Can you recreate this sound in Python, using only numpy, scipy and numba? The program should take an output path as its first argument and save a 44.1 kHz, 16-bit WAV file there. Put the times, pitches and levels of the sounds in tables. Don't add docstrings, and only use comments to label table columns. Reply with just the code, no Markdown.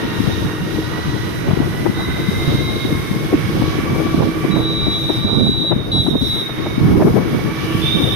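import sys
import numpy as np
from scipy import signal
from scipy.fft import rfft, irfft, next_fast_len
from scipy.io import wavfile
from scipy.ndimage import uniform_filter1d, minimum_filter1d
from numba import njit

SR = 44100
rng = np.random.default_rng(int(sys.argv[2]) if len(sys.argv) > 2 else 0)


def store_pcm(level_fs):
    pcm = np.round(np.clip(level_fs, -1, 1) * 32767).astype(np.int16)
    wavfile.write(sys.argv[1], SR, np.atleast_2d(pcm).T)


def makeup_ratio(level_db):
    decades = np.asarray(level_db, float) / 20
    return 10 ** decades


N = 359415
TIME = np.arange(N) / SR


def unit(x):
    return x / np.sqrt(np.mean(x ** 2) + 1e-18)


def columns(table):
    seconds, *rest = np.transpose(table)
    return [np.interp(TIME, seconds, column) for column in rest]


def sides(pan_db):
    return makeup_ratio(np.array([pan_db, -pan_db]) / 2)


def around(start, end):
    return np.arange(max(int(start * SR), 0), min(int(end * SR), N))


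def bell(middle, half):
    return np.exp(-((TIME - middle) / half) ** 2)


def gate(start, length, fade):
    return np.clip(np.minimum(TIME - start, start + length - TIME) / fade, 0, 1)


@njit
def svf(x, hz, width):
    y, b, l = np.empty(len(x)), 0., 0.
    for i in range(len(x)):
        g, k = np.tan(np.pi * hz[i] / SR), width / hz[i]
        v = (b + g * (x[i] - l)) / (1 + g * (g + k))
        b, l, y[i] = 2 * v - b, l + 2 * g * v, k * v
    return y


def svf_twice(x, hz, width):
    return svf(svf(x, hz, 1. * width), hz, 1. * width)


def band(x, hz, width):
    return svf(x, np.full(len(x), 1. * hz), 1. * width)


def walk(rate):
    hold = int(SR / rate)
    steps = np.repeat(rng.standard_normal(N // hold + 1), hold)
    return 1.3 * uniform_filter1d(uniform_filter1d(steps, hold), hold)[:N]


def coloured(spectrum, flicker_db, rate, rise_db=0):
    size = next_fast_len(N)
    octave = np.log2(np.maximum(np.fft.rfftfreq(size, 1 / SR), 1))
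    points, dbs = np.transpose(spectrum)
    colour = makeup_ratio(np.interp(octave, np.log2(points), dbs, left=-90, right=-90))
    noise = rfft(rng.standard_normal(size)) * colour
    centres = np.arange(np.floor(np.log2(points[0])), np.log2(points[-1]) + 1)
    out = 0
    for k, centre in enumerate(centres):
        part = irfft(noise * np.clip(1 - abs(octave - centre), 0, 1), size)[:N]
        out = out + part * makeup_ratio((flicker_db + rise_db * k) * walk(rate))
    return unit(out)


# frequency in Hz, level in dB per Hz.
WIND = [(12, -38), (20, -12), (38, -11.5), (107, 3.5), (169, 1.5), (238, -4.5), (312, -3.5), (341, -4),
        (387, -6.5), (498, -13.5), (1500, -30), (1950, -80), (3300, -120)]
FLOW_DB = [-21, -22.5]
# peak in seconds, rise in dB, half length in seconds, port (0 left, 1 right).
SWELLS = [(0, -12, 0.19, 0), (0.366, 4, 0.22, 0), (.9, 1.5, .25, 0), (1.647, 2, 0.34, 0),
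          (2.05, 5.5, 0.12, 0), (2.18, 1, 0.21, 0), (2.63, 3.5, 0.26, 0), (3.188, 4, 0.11, 0),
          (3.643, 1, 0.28, 0), (4.06, 5, 0.38, 0), (4.522, -2, .08, 0), (5.613, 2, .25, 0),
          (6.11, 5.5, 0.28, 0), (6.457, -6.5, 0.17, 0), (7.052, 4, 0.4, 0), (8.05, 4.5, 0.24, 0),
          (0.388, 4, 0.057, 1), (0.95, -0.5, 0.31, 1), (2.06, 2.5, 0.21, 1), (2.996, 2, 0.28, 1),
          (3.615, 6, 0.45, 1), (4.206, 9, 0.11, 1), (4.556, 8.5, 0.13, 1), (5.386, 14, 0.18, 1),
          (5.65, -9, 0.18, 1), (6.096, 0.5, 0.28, 1), (6.467, -6, 0.31, 1), (6.938, 12, 0.24, 1),
          (7.675, 4.5, 0.33, 1)]


def rumble(port):
    flow_db = FLOW_DB[port] + 0.5
    for s, db, half, p in SWELLS:
        if round(p) == port:
            flow_db = flow_db + db * np.clip(1 - abs(TIME - s) / half, 0, 1)
    return unit(coloured(WIND, 1.6, 32, rise_db=0.38) * makeup_ratio(2.4 * walk(30))) * makeup_ratio(flow_db)


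# centre in seconds, level in dB, length in seconds, pitch in Hz, port (0 left, 1 right).
SQUALLS = [(0.009, -16, 0.14, 230, 0), (0.931, -24, 0.045, 154, 0), (1.147, -15, 0.045, 159, 0),
           (3.482, -15.5, 0.049, 149, 0), (6.598, -14, 0.024, 246, 0), (6.904, -15, 0.081, 191.9, 0),
           (7.056, -5.5, 0.075, 280, 0), (7.177, -5.5, 0.067, 236, 0), (7.483, -15, 0.054, 214.6, 0),
           (2.487, -9.5, 0.044, 148, 1), (3.916, -15.5, 0.055, 172, 1), (4.224, -21, 0.066, 278, 1),
           (4.56, -10.5, 0.047, 218.1, 1), (5.403, -11, .074, 222, 1), (5.432, -7.5, 0.058, 150, 1),
           (5.971, -10.5, 0.077, 131, 1), (6.139, -15, 0.056, 246, 1), (6.826, -9, 0.051, 134, 1),
           (7.369, -10.5, 0.051, 175.4, 1), (7.965, -9.5, 0.037, 193.2, 1)]


def squalls(port):
    out = np.zeros(N)
    for s, db, length, hz, p in SQUALLS:
        if round(p) != port:
            continue
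        at = around(s - 1.5 * length, s + 1.5 * length)
        t = at / SR - s
        noise = rng.standard_normal(len(at))
        shape = np.exp(-(t / (.5 * length)) ** 2)
        swirl = shape * band(band(band(noise, hz, 1.3 * hz), hz, 1.6 * hz), hz, 2.1 * hz)
        sweep_hz = 700 * 2 ** np.clip(t / length, -.7, .7)
        spill = shape ** 2 * svf_twice(noise, sweep_hz, 450)
        gust = unit(swirl) + makeup_ratio(-26) * unit(spill)
        out[at] += makeup_ratio(db - 1.5) * gust * np.sqrt(np.mean(shape ** 2))
    return out


# centre in seconds, peak in dB, pitch in Hz, width in ms.
EDDIES_LEFT = [(0.205, 1, 238, 5.6), (0.279, -2.5, 176, 10.5), (0.298, -0.5, 224, 1.1),
               (1.486, -5.5, 265.7, 5.6), (1.512, 0.5, 220, 4.1), (1.536, 1, 152, 8.3),
               (1.574, -1, 352, 4.8), (1.605, 3, 272, 7.4), (1.863, -3, 338, 21), (1.9, 0, 191, 6),
               (2.291, 0, 181, 12.4), (2.853, -2, 305, 7.6), (2.927, -0.5, 240, 5.3),
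               (3.114, -1.5, 180, 6.2), (3.165, -4, 182, 8.1), (3.331, 4, 323, 4.55), (3.343, -1, 295, 8.4),
               (3.356, -3, 200, 4.5), (3.491, -5.5, 190, 5.8), (3.621, -2.5, 277, 14), (3.641, 3, 215, 1.9),
               (3.79, -0.5, 317.5, 4.0), (4.06, -5, 278, 5.5), (4.179, -3, 213, 3.4), (4.452, 3, 262, 3.75),
               (4.87, -5, 288, 4.2), (4.884, -0.5, 277, 4.3), (5.103, -0.5, 315, 9.5), (5.25, 1, 220, 3.4),
               (5.494, -3.5, 238, 9.8), (5.719, -3.5, 337, 19), (5.765, 1, 195, 4.2),
               (6.085, 1.5, 298, 11.7), (6.161, -3, 275, 5.6), (6.227, -3, 254, 14), (6.782, 9, 212, 4.7),
               (6.874, -4.5, 250, 6.2), (6.889, -6.5, 200, 5.5), (6.931, -5, 314, 4.9),
               (7, -11, 272.4, 4.5), (7.038, -8, 303, 7.9), (7.05, 6, 315, 3.6), (7.069, 0, 365, 6),
               (7.084, -8, 287, 5.7), (7.104, -6, 223.7, 4), (7.143, -1, 214, 5.2), (7.163, -13, 358, 3.5),
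               (7.179, -3, 356, 7.0), (7.26, -1.5, 253.4, 4.0), (7.332, -2.5, 214, 6.3)]
EDDIES_RIGHT = [(2.478, 0.5, 165, 3.5), (2.495, -15, 163, 5.2), (2.551, 0, 156, 7.1), (3.344, 0, 332, 15),
                (3.601, -4, 195.8, 9.5), (3.838, -4, 230.8, 4.16), (3.88, -8, 208.6, 5),
                (3.913, -10, 193, 6.9), (3.934, -7, 201, 13), (3.955, -8, 251, 5.8),
                (4.115, -4.5, 201, 4.0), (4.147, 2, 270, 6.7), (4.177, -5, 256, 4.7),
                (4.199, -14, 229, 3.2), (4.208, 3, 360, 3.4), (4.241, -5, 214, 8.8), (4.29, -4.5, 245, 3.9),
                (4.542, 6, 186, 2.7), (4.572, -2.5, 285, 5.2), (5.188, -7.5, 236, 5.8),
                (5.258, -2, 166, 9.1), (5.331, -4.0, 207, 4.4), (5.344, -5, 241, 4.0), (5.373, -9, 234, 16),
                (5.387, 0.5, 207, 3), (5.402, -9, 202, 3.9), (5.418, -14, 220.7, 5.6),
                (5.437, -7, 238, 4.7), (5.473, -7.5, 206, 16), (5.494, -3, 230, 3.8),
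                (6.006, -11, 156, 8.5), (6.112, -3, 266, 4), (6.133, -3, 260, 3.2), (6.155, 2, 336, 3),
                (6.798, -20, 156, 15.4), (6.817, 8, 159, 5.9), (6.838, -3, 159, 11), (6.858, 3, 160, 17),
                (6.889, -2, 235, 9.8), (6.912, -3, 190, 3.8), (6.941, 4, 208, 3.5), (6.959, 6.5, 327, 7.1),
                (6.998, -13, 278, 5), (7.011, 0.5, 344, 7.2), (7.054, 0.5, 178, 15), (7.074, -1, 255, 5.7),
                (7.089, -3, 182, 7.7), (7.106, -10, 224, 14), (7.35, -1, 286, 3.8), (7.753, -0.5, 168, 5.7)]


def pops(port):
    out = np.zeros(N)
    for s, db, hz, ms in (EDDIES_LEFT, EDDIES_RIGHT)[port]:
        turn, glide = rng.uniform(-0.89, 1, 2)
        at = around(s - .04, s + .04)
        t, wide = at / SR - s, 0.92 * ms / 1665
        cycles = hz * (t + 0.42 * glide * wide * np.log(np.cosh(t / wide)))
        out[at] += makeup_ratio(db - 2) * np.exp(-(t / wide) ** 2) * np.cos(2 * np.pi * cycles + np.pi * turn)
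    return out


def wind(port):
    return rumble(port) + squalls(port) + pops(port)


# start in seconds, peak in dB, left minus right in dB.
SNAPS = [(0.267, -14, 17), (1.481, -14, 10.5), (1.51, -10.5, 17), (1.571, -25, 11.5), (1.621, -14, 13),
         (1.743, -23, 9.5), (1.863, -7, 21), (1.993, -23, 5.0), (2.142, -33, 9.5), (2.854, -21, 10),
         (3.328, -7, 8), (3.46, -25, 12), (3.619, -6.5, 15), (3.788, -31, 4.5), (3.95, -18, 1.5),
         (4.066, -13, 15), (4.141, -15, -9), (4.205, -14, -11.5), (4.226, -10.5, -14), (4.444, -9.5, 18),
         (4.564, -12, -21), (4.869, -14, 18), (5.096, -6.5, 21), (5.467, -14, 1.0), (5.646, -17, 8),
         (5.713, -15, 26.0), (5.721, -5, 34), (5.964, -22, -2), (5.979, -20, 1), (6.065, -14, 18),
         (6.079, -11, 20), (6.214, -20, 10), (6.147, -13, 8.5), (6.493, -16, 4), (6.663, -9, 1.5),
         (6.825, -21, 4), (6.886, -17, -8), (6.956, -8, -20), (6.999, -8, -2.5), (7.017, -2.5, -5),
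         (7.032, -16, 10), (7.066, -12, 10), (7.08, -9, 8), (7.18, -8, 15), (7.346, -14, 9),
         (7.133, -25, 10.5), (7.164, -7, 19.5), (7.332, -18, 6), (7.386, -14, -4), (8.05, -26, 12.0)]


def snaps():
    out, t = np.zeros((2, N)), np.arange(1300) / SR - .01
    for s, db, pan_db in SNAPS:
        at = int((s - .01) * SR) + np.arange(1300)
        noise = rng.standard_normal(1300)
        ragged = band(band(band(noise, 556, 700), 556, 800), 556, 900)
        wave = np.exp(-((t - 0.0037) / 0.0079) ** 2) * ragged
        share = 2 * sides(pan_db) / sides(pan_db).sum()
        out[:, at] += makeup_ratio(db - 6) * share[:, None] * wave / abs(wave).max()
    return out


# frequency in Hz, width in Hz, level in dB.
PIPE = [(150, 22, 1.5), (321.9, 27.7, 6.5), (431.6, 50, -3.5)]
REOPEN_S = 6.25


def exhaust(turns, mesh_hz, throttle_db):
    fired = np.diff(np.floor(turns), prepend=0.) * makeup_ratio(5.0 * rng.standard_normal(N))
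    pipe = unit(sum(makeup_ratio(db) * band(band(fired, hz, 1.53 * w), hz, 1.53 * w) for hz, w, db in PIPE))
    boom_db = 5 * np.exp(-((mesh_hz - 1153) / 12.4) ** 2) * (TIME < REOPEN_S)
    swell_db = bell(4.9, 0.18)
    return pipe * makeup_ratio(-29 + 2.3 * throttle_db + swell_db + boom_db)


# frequency in Hz, level in dB.
CASE = [(930, -47), (975, -50), (1040, -51), (1090, -47), (1105, -41), (1150, -37), (1200, -47),
        (1880, -43), (2070, -36), (2200, -44), (2330, -42)]
# multiple of the mesh rate, top level in dB, time of the top in
# seconds, fall in dB per second either side.
SIDE_GEARS = [(1.55, -46, 0, 4), (1.49, -43, 2.05, 14), (3, -44, 0, 4), (4.12, -46, 1.1, 9),
              (4, -45, 1.1, 9), (1.54, -45, 7.75, 14), (.775, -39, 7.5, 250)]


def gear_whine(mesh_hz, throttle_db):
    reopened = TIME > REOPEN_S
    case_hz, case_db = np.transpose(CASE)
    mesh_db = np.interp(mesh_hz, case_hz, case_db) + 2 * throttle_db - 5 * reopened
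    second_db = np.interp(2 * mesh_hz, case_hz, case_db) + 2 * throttle_db + 2 * reopened
    lines = [(1, mesh_db), (2, second_db)]
    lines += [(k, db - loss_db * abs(TIME - s)) for k, db, s, loss_db in SIDE_GEARS]
    teeth = np.cumsum(mesh_hz * (1 + 0.002893 * walk(20))) / SR
    out = np.zeros((2, N))
    for k, db in lines:
        grain = unit(walk(80 * k)) + 1j * unit(walk(80 * k)) + 1.2 / max(k - 1, 1)
        line = grain * makeup_ratio(db) * np.exp(2j * np.pi * k * teeth)
        for side in (0, 1):
            heard = (line * makeup_ratio(0.21 * walk(30)) * np.exp(.3j * k * side)).imag
            out[side] += heard * sides(11.5 * (k == 1))[side]
    return out


# frequency in Hz, level in dB per Hz.
CLATTER = [(350, -9), (600, -10.5), (900, -5), (1200, -1.5), (1700, -3.5), (2200, -4), (2600, -8.5),
           (3300, -7.5), (3950, -9), (4250, -14), (6000, -16.5), (6900, -23), (7300, -12)]


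def clatter(turns, throttle_db):
    beat = 1 + 0.031 * np.cos(2 * np.pi * turns)
    level = beat * makeup_ratio(-31.5 + throttle_db)
    return level * np.array([coloured(CLATTER, 2.08, 9) for _ in range(2)])


# frequency in Hz, level in dB per Hz.
HISS = [(4590, 2.5), (7800, -4.5), (8690, -1), (10900, -1.5), (11800, 0.5), (13900, -3.5), (14450, -11)]


def tyre_hiss(hiss_db):
    spray_db = 0.82 * walk(8.8) + 0.79 * walk(21)
    return makeup_ratio(hiss_db + 3.0 + spray_db) * np.array([coloured(HISS, 0.68, 5.1) for _ in range(2)])


# time in seconds, gear mesh rate in Hz, throttle in dB against full.
RIDE = [(0, 929.3, 2), (.45, 931.2, 0), (1.0, 966.5, 0.4), (1.6, 971, -1), (2.1, 1016, 0), (2.5, 1046, 0.6),
        (3.4, 1100, 0.5), (3.8, 1143, 0.9), (4.6, 1159, -0.7), (5.3, 1168, -2.5), (5.6, 1168, -7.5),
        (6.2, 1093, -7.5), (6.32, 1089, -4.5), (6.7, 1110, 0), (7.05, 1105, -1.5), (7.4, 1136, -0.5),
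        (7.85, 1153, 1), (8.15, 1141, -1.5)]
# time in seconds, hiss in dB, left minus right in dB.
ROAD = [(0, -46.5, -8.5), (1.8, -47.5, -10.5), (2.4, -44.5, -7), (3.7, -47, -8), (4.4, -47.5, -7),
        (5.7, -46, 0.5), (5.81, -54, -8), (5.95, -49, -3), (6.4, -43, -2), (6.6, -49.5, -3),
        (7.04, -45, -4.5), (7.26, -49, -11), (7.9, -41.5, -6), (8.15, -41.5, 0)]


def scooter():
    mesh_hz, throttle_db = columns(RIDE)
    hiss_db, pan_db = columns(ROAD)
    turns = np.cumsum(mesh_hz / 21.5 * (1 + .015 * walk(40))) / SR
    engine = gear_whine(mesh_hz, throttle_db) + clatter(turns, throttle_db)
    near = sides(0.62 * pan_db) * engine + sides(pan_db) * tyre_hiss(hiss_db)
    return exhaust(turns, mesh_hz, throttle_db) + near


# start in seconds, length in seconds, ninth multiple in Hz, upper multiples in dB, echo from
# the trees in dB.
TOOTS = [
    (-.3, 0.78, 3850, -55, -41),
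    (1.905, 0.98, 3856, -55, -36.5),
    (4.509, 1.21, 3884, -44.5, -31.5),
    (5.916, 0.21, 3900, -35.5, -26.5),
    (6.211, 0.213, 3889, -37, -29),
    (7.814, 0.58, 3528, -43, -25.5),
]
SHARP_STARTS = [0.002, 0.0022, 0.0012, 0.012, .001]
# multiple of its beat, level in dB against the ninth.
HORN = [(7, -32), (8, -18), (9, 4.5), (10, -34), (13, -28), (14, -38), (22, -32.5), (23, -30.5), (24, -58),
        (26, -50), (27, -46)]
# time in seconds, level in dB.
REACH = [(0, -48), (.2, -51), (.35, -43), (0.451, -51), (1.93, -46), (2.034, -31), (2.1, -42), (2.72, -33),
         (2.902, -52), (4.51, -26.5), (4.628, -32), (4.655, -25), (4.831, -23), (5.22, -29), (5.262, -23),
         (5.7, -22.5), (5.93, -19.5), (6.01, -16), (6.04, -29), (6.07, -22), (6.11, -44), (6.21, -26),
         (6.287, -27), (6.31, -20), (6.37, -22.5), (6.43, -26)]
LAST_REACH = [(7.81, -33), (7.83, -29), (7.92, -29), (7.95, -32), (8.15, -33)]


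def toot(row, reach, pan_db, sharp):
    start, length, hz, upper_db, _ = row
    reach_db, held = columns(reach)[0], np.clip(TIME - start, 0, length)
    hz = hz + 11.21 * (1 - np.exp(-held / 0.408)) - 15.25 * np.exp((held - length) / 0.073) + 2.5 * walk(18)
    bend = 1 + sharp * np.exp(-held / 0.0059)
    lag = np.array([[.00021], [0]])
    phase = 2 * np.pi * (np.cumsum(hz * bend) / SR + lag * hz) / 9
    buzz = makeup_ratio(reach_db) * np.sin(9 * phase)
    for k, db in HORN:
        if k != 9:
            level_db = 4 * walk(30) + upper_db + db + 17 - 5 * (k > 9)
            buzz = buzz + makeup_ratio(level_db) * np.sin(k * phase + .06 * k * walk(150))
    rasp = np.array([band(n, 8700, 6200) for n in rng.standard_normal((2, N))]) * makeup_ratio(upper_db - 0.5)
    release = np.exp(-np.clip(TIME - start - length + 0.0094, 0, 1) / 0.0094)
    envelope = gate(start, 9, .003) * release
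    return (np.sqrt(2) * buzz * makeup_ratio(1.2 * walk(30)) + rasp) * sides(pan_db + 2 * walk(8)) * envelope


def horns():
    out = toot(TOOTS[-1], LAST_REACH, -12.5, 0)
    for row, sharp in zip(TOOTS[:-1], SHARP_STARTS):
        out = out + toot(row, REACH, 0.5, sharp)
    return out


# frequency in Hz, width in Hz, level in dB.
SHIFTS = [(3727, 30, -2), (3790, 42, -2), (3860, 54, -5.5), (3680, 60, -16), (3390, 150, -20)]
LAST_SHIFTS = [(3580, 53, -12), (3690, 53, -6), (3730, 92, -15.5)]


def trunks(toots, shifts):
    silent = 1 - np.clip(sum(gate(t[0], t[1], 0.005) for t in toots), 0, 1)
    late = signal.lfilter([1 / 4000], [1, 1 / 4000 - 1], silent * (TIME > .1))
    blur = 0
    for k, horn_db in HORN[:3]:
        for hz, width, db in shifts:
            centre = hz * k / 9 * (1 - .009 * late + .004 * walk(9))
            echo = unit(svf_twice(rng.standard_normal(N), centre, width))
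            blur = blur + makeup_ratio(db + 0.9 * horn_db + 2.5 * walk(12)) * echo
    return unit(blur)


def trees(toots, shifts, rise_s):
    blur = np.array([trunks(toots, shifts) for _ in range(2)])
    near, far = 0, 0
    for s, length, _, _, db in toots:
        rise_db = 9 * np.exp(-abs(TIME - s) / rise_s)
        tail_db = 95 * np.clip(TIME - s - length, 0, 3)
        arrived = np.clip((TIME - s - 0.016) / 0.027, 0, 1)
        near = near + makeup_ratio(db + 3.0 - rise_db - tail_db) * arrived
        far = far + makeup_ratio(db - 6.5) * gate(s + 0.2, length + 0.2, 0.065)
    slope = np.array([unit(band(band(n, 3720, 60), 3720, 60)) for n in rng.standard_normal((2, N))])
    return (near * blur + far * slope) * makeup_ratio(1.2 * walk(6.8)) * sides(-7 + 1.9 * walk(5))


# time in seconds, centre in Hz, level in dB.
SWISH = [
    (7.5, 2500, -60),
    (7.62, 2850, -38),
    (7.77, 2990, -33.5),
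    (7.9, 3000, -33.5),
    (8.15, 2946, -33.5),
]


def swish():
    hz, db = columns(SWISH)
    noise = rng.standard_normal((2, N))
    rush = np.array([unit(svf_twice(n, hz, 970)) * makeup_ratio(2.9 * walk(20)) for n in noise])
    return rush * makeup_ratio(db) * sides(-0.5)[:, None] * gate(SWISH[0][0], 1, 0.0089)


def tick():
    after = np.clip(TIME - 5.097, 0, 1)
    click = (after > 0) * np.exp(-after / 0.00083) * unit(band(rng.standard_normal(N), 2500, 5000))
    return makeup_ratio(-24) * click * sides(8)[:, None]


def scene():
    ports = np.array([wind(0), wind(1)])
    echoes = trees(TOOTS[:-1], SHIFTS, 0.077) + trees(TOOTS[-1:], LAST_SHIFTS, 0.027)
    return ports + snaps() + scooter() + horns() + echoes + swish() + tick()


# frequency in Hz, threshold in dB against the tone.
MASKED = [(4230, -70), (4330, -36.5), (4600, -38), (5050, -39), (5400, -48), (6200, -47), (6700, -47),
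          (7400, -56), (8000, -48), (8600, -46), (9200, -46.5), (14500, -46)]


def masked(x):
    window = np.sin(np.pi * (np.arange(2048) + .5) / 2048)
    hz, _, z = signal.stft(np.pad(x, ((0, 0), (682, 0))), SR, window, 2048, 1024)
    in_tone = (hz > 3400) & (hz < 4050)
    tone = np.sqrt((abs(z[:, in_tone]) ** 2).sum(axis=1).mean(axis=0))
    tone = np.minimum(tone, np.percentile(tone, 88))
    patches = np.repeat(rng.standard_normal((129, z.shape[2])), 8, axis=0)[:len(hz)]
    streaks = np.repeat(rng.standard_normal((342, z.shape[2])), 3, axis=0)[:len(hz)]
    scatter = np.where(hz[:, None] < 5500, patches, 1.3 * streaks)
    scatter = uniform_filter1d(scatter, 3, axis=1) * np.sqrt(3)
    threshold_db = np.interp(hz, *np.transpose(MASKED), left=-150)[:, None]
    edge = makeup_ratio(threshold_db + 4.5 * scatter) * tone
    return signal.istft(z * (abs(z) > edge), SR, window, 2048, 1024)[1][:, 682:682 + N]


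def limiter(x):
    span = int(.012 * SR)
    peak = -minimum_filter1d(-abs(x), span)
    return x * uniform_filter1d(np.minimum(1, .97 / (peak + 1e-9)), span)


def top_cut(x):
    return signal.sosfilt(signal.butter(12, 14430, fs=SR, output="sos"), x)


def record(dry):
    heard = np.array([x - 0.85 * band(x, 7290, 1120) for x in dry])
    tilt = 0.36 * gate(5.75, 9, .1)
    heard = np.array([x - tilt * band(x, 7840, 2000) for x in heard])
    return top_cut(masked(limiter(heard)))


dry = scene()
out = record(dry)
store_pcm(out)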